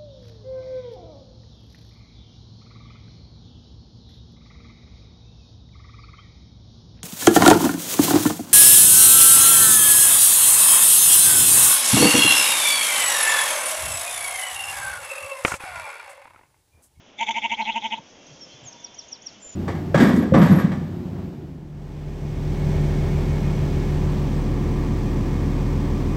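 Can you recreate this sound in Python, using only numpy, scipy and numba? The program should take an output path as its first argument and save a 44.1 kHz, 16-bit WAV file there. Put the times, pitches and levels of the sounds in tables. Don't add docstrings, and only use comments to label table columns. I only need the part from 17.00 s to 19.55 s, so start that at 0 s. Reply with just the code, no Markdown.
import sys
import numpy as np
from scipy import signal
from scipy.fft import rfft, irfft, next_fast_len
from scipy.io import wavfile
from scipy.ndimage import map_coordinates
from numba import njit

SR = 44100
rng = np.random.default_rng(int(sys.argv[2]) if len(sys.argv) > 2 else 0)


def int16_out(signal):
    q = np.round(np.clip(np.atleast_2d(signal).T, -1, 1) * 32767)
    wavfile.write(sys.argv[1], SR, q.astype(np.int16))


N = 112455


def amp(db):
    return 10 ** (np.asarray(db) / 20)


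def unit(x):
    return x / np.sqrt(np.mean(x ** 2) + 1e-20)


def clock():
    return np.arange(N) / SR


def bell(centre, width):
    return np.exp(-((clock() - centre) / width) ** 2)


def curves(rows, t):
    times, *columns = np.transpose(rows)
    return [np.interp(t, times, column) for column in columns]


def wobble(rate):
    return map_coordinates(rng.standard_normal(int(N * rate / SR) + 4), [clock() * rate])


def filtered(x, response):
    size = 2 * next_fast_len(N)
    return irfft(rfft(x, size) * response(np.fft.rfftfreq(size, 1 / SR)), size)[:N]


def colour(x, points):
    def response(hz):
        knots, db = np.transpose(points)
        cepstrum = irfft(np.log(amp(np.interp(np.log(hz + 1), np.log(knots), db))))
        half = len(cepstrum) // 2
        cepstrum[1:half] *= 2
        cepstrum[half + 1:] = 0
        return np.exp(rfft(cepstrum))
    return unit(filtered(x, response))


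def noise(spectrum):
    return colour(rng.standard_normal(N), spectrum)


def echo(x, t60):
    t = np.arange(SR // 2) / SR
    tail = rng.standard_normal(len(t)) * amp(-60 * t / t60) * (t > .004)
    return signal.fftconvolve(x, tail / np.linalg.norm(tail))[:N]


def pasture():
    # (frequency [Hz], gain [dB])
    rush_spectrum = [(25, -16), (50, -12.5), (100, -4), (170, -2.5), (270, 1.5), (400, -3), (600, -0.5),
                     (900, -6), (1200, -10), (1800, -11), (2500, -9), (3300, -7.5), (3900, -16),
                     (5000, -40)]
    hiss_spectrum = [(2000, -26.5), (3300, 0.5), (4000, -4.5), (4800, 0.5), (5700, 7), (6600, 3.5),
                     (7400, -13.5), (7900, -28.5)]
    rumble_spectrum = [(15, -3.5), (45, -10), (100, -6.5), (200, -20), (500, -57.5)]
    # (time [s], relative level [dB])
    rush_level = [(0, -49.5), (.17, -49), (.3, -46), (.85, -48.5), (1.05, -49), (1.25, -49.5), (1.6, -47),
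                  (2.0, -48.5), (2.3, -48.5), (2.46, -47.5), (2.55, -47.5)]
    hiss_level = [(0, -65), (.16, -66.5), (.3, -56.5), (1.05, -57.5), (1.35, -54), (2.2, -56),
                  (2.55, -55.5)]
    rush = noise(rush_spectrum) * amp(curves(rush_level, clock())[0] - 4 + .92 * wobble(10.16))
    rumble = noise(rumble_spectrum) * amp(-74 + 4 * wobble(14))
    hiss = noise(hiss_spectrum) * amp(curves(hiss_level, clock())[0] + 1.2 * wobble(13))
    return rush + rumble + hiss


def microphone_bumps():
    # (time [s], frequency [Hz], half length [s], level [dB])
    bumps = [(0.185, 45, 0.016, -66), (0.519, 68.4, 0.02, -54.5), (0.998, 170, 0.0079, -44),
             (1.325, 150, 0.031, -48.5), (1.55, 116, 0.018, -51), (1.63, 127, 0.013, -48),
             (1.662, 116, 0.0086, -44), (2.385, 196, 0.033, -55), (2.469, 59, 0.0068, -52)]
    # (time [s], half length [s], level [dB])
    rustles = [(1.196, 0.098, -54.5), (1.323, 0.055, -63), (1.456, 0.07, -53), (2.462, 0.031, -55)]
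    # (frequency [Hz], gain [dB])
    rustle_spectrum = [(100, -18), (200, -3), (330, -2.5), (420, -8), (520, 2.5), (660, -12.5), (850, -27),
                       (2000, -24), (6000, -47.5)]
    thuds = np.zeros(N)
    for at, hz, width, db in bumps:
        phase = 2 * np.pi * hz * (clock() - at) + .83 * wobble(70)
        thuds += np.sqrt(2) * amp(db) * bell(at, width) * np.sin(phase)
    return thuds + noise(rustle_spectrum) * sum(amp(db) * bell(at, width) for at, width, db in rustles)


def quaver():
    # (centre [s], stretch [ratio], pitch shift [Hz], chest [dB], mouth [dB],
    # ring [dB], sizzle [dB], ring frequency at the centre [Hz])
    swells = [(.221, 0.95, 0, -23, -23, -29.5, -40.5, 3020), (0.299, 0.92, -1, -22, -23, -26, -40.5, 3010),
              (0.374, 0.9, 0, -24.5, -23.5, -30.5, -47.5, 2900),
              (0.451, 0.9, 1, -24.5, -24, -28.5, -50.5, 2730),
              (.527, 0.886, 1.5, -25, -23, -28, -48.5, 2712),
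              (.603, 0.86, -1.5, -24, -26, -37.5, -54, 2400),
              (0.625, 0.54, -9.5, -23.5, -39.5, -50, -61, 3193),
              (0.690, 1.104, -1.5, -23.5, -27, -28.5, -54.5, 2620),
              (0.769, 0.91, 0.5, -23, -31.5, -30, -51, 2659),
              (0.854, 1.037, -2, -25, -30, -30.5, -53.5, 3048),
              (.933, 0.83, -1.5, -25, -29.5, -30, -55.5, 2959),
              (0.983, 0.45, 3.5, -34, -48.5, -51, -59, 3150)]
    # (time from centre [s], chest [dB], mouth [dB], ring and sizzle [dB])
    swell_shape = [(-.040, -38.5, -24.5, -18), (-.033, -25, -12.5, -10.5), (-.027, -13, -9, -7),
                   (-.019, -13.5, -5.5, -13.5), (-.010, -2.5, -3, 1), (.002, -2, -1, 0.5),
                   (0.012, -2.5, -2.5, 0.5), (.022, -16.5, -16.5, -7.5), (.036, -21.5, -25.5, -25.5)]
    # (time from centre [s], pitch [Hz])
    scoop = [(-.04, 210), (-.028, 207), (-.018, 215), (-.008, 225), (.002, 232), (.011, 227), (.022, 216),
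             (.036, 221)]
    ring_top_hz, ring_dip_s, cut_db_per_s = 3616, .027, 1490.5
    gains = np.zeros((4, N))
    pitch_sum, ring_sum, weight_sum = np.zeros((3, N))
    for centre, stretch, shift_hz, chest_db, mouth_db, ring_db, sizzle_db, dip_hz in swells:
        t = (clock() - centre) / stretch
        chest, mouth, ring = curves(swell_shape, t)
        band_db = np.array([chest + chest_db, mouth + mouth_db, ring + ring_db, ring + sizzle_db])
        outside = np.abs(t - np.clip(t, swell_shape[0][0], swell_shape[-1][0]))
        cut_db = -cut_db_per_s * outside
        gains = np.maximum(gains, amp(band_db + cut_db))
        weight = amp(mouth + cut_db) ** 2 + 1e-12
        pitch_sum += weight * (curves(scoop, t)[0] + shift_hz)
        ring_sum += weight * (ring_top_hz + (dip_hz - ring_top_hz) * np.exp(-(t / ring_dip_s) ** 2))
        weight_sum += weight
    return gains, pitch_sum / weight_sum, ring_sum / weight_sum


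def folds(cycles, rough, jitter_s=.000014, scatter_db=1.2):
    closures = np.interp(np.arange(1, int(cycles[-1])), cycles, np.arange(N))
    chance = rng.standard_normal((len(closures), 2))
    closures += jitter_s * SR * chance[:, 0]
    taps = closures.astype(int)[:, None] + np.arange(-8, 9)
    shapes = np.sinc(taps - closures[:, None]) * amp(scatter_db * chance[:, 1:])
    pulses = np.bincount(np.clip(taps, 0, N - 1).ravel(), shapes.ravel(), N)
    air = rng.standard_normal(N) * np.exp(-2.2 * (cycles % 1))
    return np.sqrt(1 - rough) * unit(pulses) + np.sqrt(rough) * unit(air)


def mouth_vowel(voice):
    # (frequency [Hz], gain [dB])
    early_vowel = [(500, -70), (1300, -46.5), (1750, -11.5), (2000, 3.5), (2250, 16.5), (2420, 0),
                   (2560, 8), (2800, 0.5), (3500, -10), (4200, -36.5), (6000, -76.5)]
    late_vowel = [(500, -85), (1300, -48.5), (1750, -4.5), (2050, 8.5), (2280, 1.5), (2550, 15.5),
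                  (2800, -3.5), (3400, -33), (4200, -28.5), (6000, -56)]
    # (time [s], share of the late vowel [0-1])
    vowel_change = [(.55, 0.0058), (.68, 0.42)]
    late, = curves(vowel_change, clock())
    return (1 - late) * colour(voice, early_vowel) + late * colour(voice, late_vowel)


@njit
def resonate(x, angle, radius):
    y = np.zeros(len(x))
    for i in range(2, len(x)):
        y[i] = x[i] * np.sin(angle[i]) + 2 * radius * np.cos(angle[i]) * y[i - 1] - radius**2 * y[i - 2]
    return y


def squeal(hz, cycles, wander=.012, bend_rad=1.0, pulse_depth=.2, top_hz=3680):
    shake = np.sin(2 * np.pi * cycles)
    phase = 2 * np.pi * np.cumsum(hz * (1 + wander * wobble(500))) / SR
    tone = unit(np.sin(phase + bend_rad * shake) * (1 + pulse_depth * shake))
    return filtered(tone, lambda f: 1 / np.sqrt(1 + (f / top_hz) ** 20))


def bright_ring(hz, cycles, rough, width_hz=340, squeal_share=.72):
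    # (frequency [Hz], gain [dB])
    ring_band = [(1000, -33.5), (2200, -20.5), (2700, 0), (3200, 9.5), (3600, 10), (4000, -4),
                 (4600, -21.5), (6000, -52.5)]
    ring = resonate(folds(cycles, rough), 2 * np.pi * hz / SR, np.exp(-np.pi * width_hz / SR))
    bright = np.sqrt(1 - squeal_share) * colour(ring, ring_band)
    bright += np.sqrt(squeal_share) * squeal(hz, cycles)
    return bright * amp(1.2 * wobble(90))


def rasp(cycles):
    # (time [s], standard deviation in time [s], level [dB])
    rasps = [(0.548, 0.005, -41.5), (0.622, 0.005, -33), (0.658, 0.012, -38), (0.727, 0.0057, -37),
             (0.821, 0.016, -47), (0.966, 0.01, -45)]
    # (frequency [Hz], gain [dB])
    rasp_spectrum = [(2400, -23.5), (3200, 2), (3600, -3), (4100, -7), (4500, -25.5), (5500, -27),
                     (7000, -41.5)]
    envelope = sum(amp(db) * bell(at, np.sqrt(2) * spread) for at, spread, db in rasps)
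    return colour(folds(cycles, rough=.78), rasp_spectrum) * envelope


def chest_tone(cycles):
    # (frequency [Hz], gain [dB])
    chest_spectrum = [(100, -61.5), (240, -50), (330, -38.5), (460, -37.5), (560, -36), (690, -14),
                      (800, 1), (900, 0.5), (950, 7.5), (1100, -34.5), (1350, -34), (1600, -25.5),
                      (2000, -38.5), (4000, -81.5)]
    # (time [s], level relative to the chest band [dB])
    fundamental_level = [(.22, -21), (.45, -14.5), (.95, -14)]
    fundamental = np.sqrt(2) * amp(curves(fundamental_level, clock())[0]) * np.sin(2 * np.pi * cycles)
    return colour(folds(cycles, rough=.012), chest_spectrum) + fundamental


def lamb(ground_db=-8.5):
    # (time [s], noise share [0-1])
    roughness = [(.2, .28), (.33, .18), (.45, .07), (.7, .03), (.95, .07)]
    # (frequency [Hz], gain [dB])
    sizzle_spectrum = [(2500, -60.5), (4300, -2.5), (5200, -8), (6100, 11), (6700, 7), (7200, 8),
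                       (7800, -33.5)]
    # (time [s], half length [s], depth [dB])
    catches = [(0.223, 0.0064, 7.5), (0.301, 0.0052, 21), (0.379, .003, 10), (0.512, 0.0014, 15.5),
               (.534, 0.0036, 9.5)]
    (chest_gain, mouth_gain, ring_gain, sizzle_gain), pitch_hz, ring_hz = quaver()
    cycles = np.cumsum(pitch_hz * (1 + .005 * wobble(150))) / SR
    rough, = curves(roughness, clock())
    mouth = mouth_gain * mouth_vowel(folds(cycles, rough))
    ring = ring_gain * bright_ring(ring_hz, cycles, rough)
    sizzle = sizzle_gain * colour(folds(cycles, rough=.99), sizzle_spectrum)
    catch = amp(-sum(db * bell(at, width) for at, width, db in catches))
    upper = catch * (mouth + ring + sizzle) + rasp(cycles)
    return chest_gain * chest_tone(cycles) + upper + amp(ground_db) * echo(upper, t60=.01)


def far_call(call, harmonics, flutter_db):
    hz, db = curves(call, clock())
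    phase = 2 * np.pi * np.cumsum(hz * (1 + .004 * wobble(30))) / SR
    sound = sum(amp(db + gain + flutter_db * wobble(25.02)) * np.sin(k * phase) for k, gain in harmonics)
    return sound, phase


def far_sheep(flutter_db=3.2, trees_db=-5):
    # (time [s], pitch [Hz], level [dB])
    short_call = [(1.12, 272, -76), (1.19, 273, -62), (1.3, 269, -61), (1.37, 270, -67), (1.44, 269, -61),
                  (1.51, 264, -56), (1.6, 262, -72)]
    long_call = [(1.42, 300, -70), (1.51, 307, -55), (1.62, 311, -60), (1.75, 317, -57), (1.92, 318, -55.5),
                 (2.05, 317, -58), (2.22, 310, -58), (2.36, 298, -56.5), (2.5, 290, -72)]
    # (harmonic [number], gain [dB])
    short_harmonics = [(10, -7), (12, 0)]
    long_harmonics = [(7, -15), (8, -14), (9, -8), (10, -3), (11, -3)]
    # (time [s], level [dB])
    low_level = [(1.56, -76), (1.68, -58), (1.85, -55), (1.98, -64), (2.1, -61), (2.2, -61), (2.3, -78)]
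    answer, phase = far_call(long_call, long_harmonics, flutter_db)
    low_gain = amp(curves(low_level, clock())[0] + flutter_db * wobble(25))
    low = low_gain * np.sin(3 * phase + .56 * wobble(60))
    calls = answer + far_call(short_call, short_harmonics, flutter_db)[0]
    return low + calls + amp(trees_db) * echo(calls, t60=.65)


def whistle(glide, at=0, db=0, flutter_db=2.5, fade_s=.0036):
    t = clock() - at
    hz, level = curves(glide, t)
    gate = np.clip(np.minimum(t - glide[0][0], glide[-1][0] - t) / fade_s, 0, 1)
    envelope = gate * amp(db + level + flutter_db * wobble(200))
    phase = 2 * np.pi * np.cumsum(hz * (1 + .0039 * wobble(400))) / SR
    return np.sqrt(2) * envelope * np.sin(phase)


def bird(bounce_s=.0049, bounce_db=-15.5):
    # (time [s], frequency [Hz], level [dB])
    whistles = [
        [(1.265, 5700, -48.5), (1.278, 6550, -55.5), (1.292, 6400, -58)],
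        [(1.402, 5680, -60), (1.412, 5560, -45), (1.430, 5434, -40.5), (1.447, 5340, -44.5), (1.462, 5330, -70)],
        [(1.510, 4480, -70), (1.532, 4280, -57), (1.548, 4030, -54)],
        [(1.630, 7720, -70), (1.655, 7180, -51.5), (1.675, 6480, -44), (1.688, 6420, -36.5), (1.698, 6250, -48)],
        [(1.720, 6700, -69), (1.730, 5680, -37.5), (1.737, 4810, -60.5), (1.752, 4140, -62)],
        [(2.395, 8000, -58), (2.415, 7100, -60), (2.435, 7170, -43.5), (2.495, 7080, -44.5), (2.525, 7040, -45),
         (2.55, 6900, -54)],
    ]
    # (time from its peak [s], frequency [Hz], relative level [dB])
    hooked_note = [(-.053, 5310, -30), (-.048, 5714, -13), (-.041, 6740, -18.5), (-.033, 6550, -31.5),
                   (-.018, 6100, -27.5), (-.007, 5850, -11), (0, 5590, 1.5), (.006, 5350, -16),
                   (.016, 4660, -16.5), (.024, 4290, -23.5), (.040, 3540, -30.5)]
    # (time [s], level [dB])
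    repeats = [(1.849, -33), (1.994, -31), (2.131, -31), (2.270, -31.5)]
    song = sum(whistle(hooked_note, at, db) for at, db in repeats)
    song += sum(whistle(glide) for glide in whistles)
    return song + amp(bounce_db) * np.interp(clock() - bounce_s, clock(), song)


def scene(field_db=-20, trees_db=-14):
    bleat, song = lamb(), bird()
    close_by = bleat + amp(field_db) * echo(bleat, t60=.3)
    in_trees = song + amp(trees_db) * echo(song, t60=.23)
    return (close_by + in_trees + far_sheep() + microphone_bumps() + pasture())[None]


def record(dry, top_hz=7700, edge_hz=400):
    return filtered(dry[0], lambda hz: np.clip((top_hz - hz) / edge_hz + .5, 0, 1) ** 2)[None]


dry = scene()
out = record(dry)
int16_out(out)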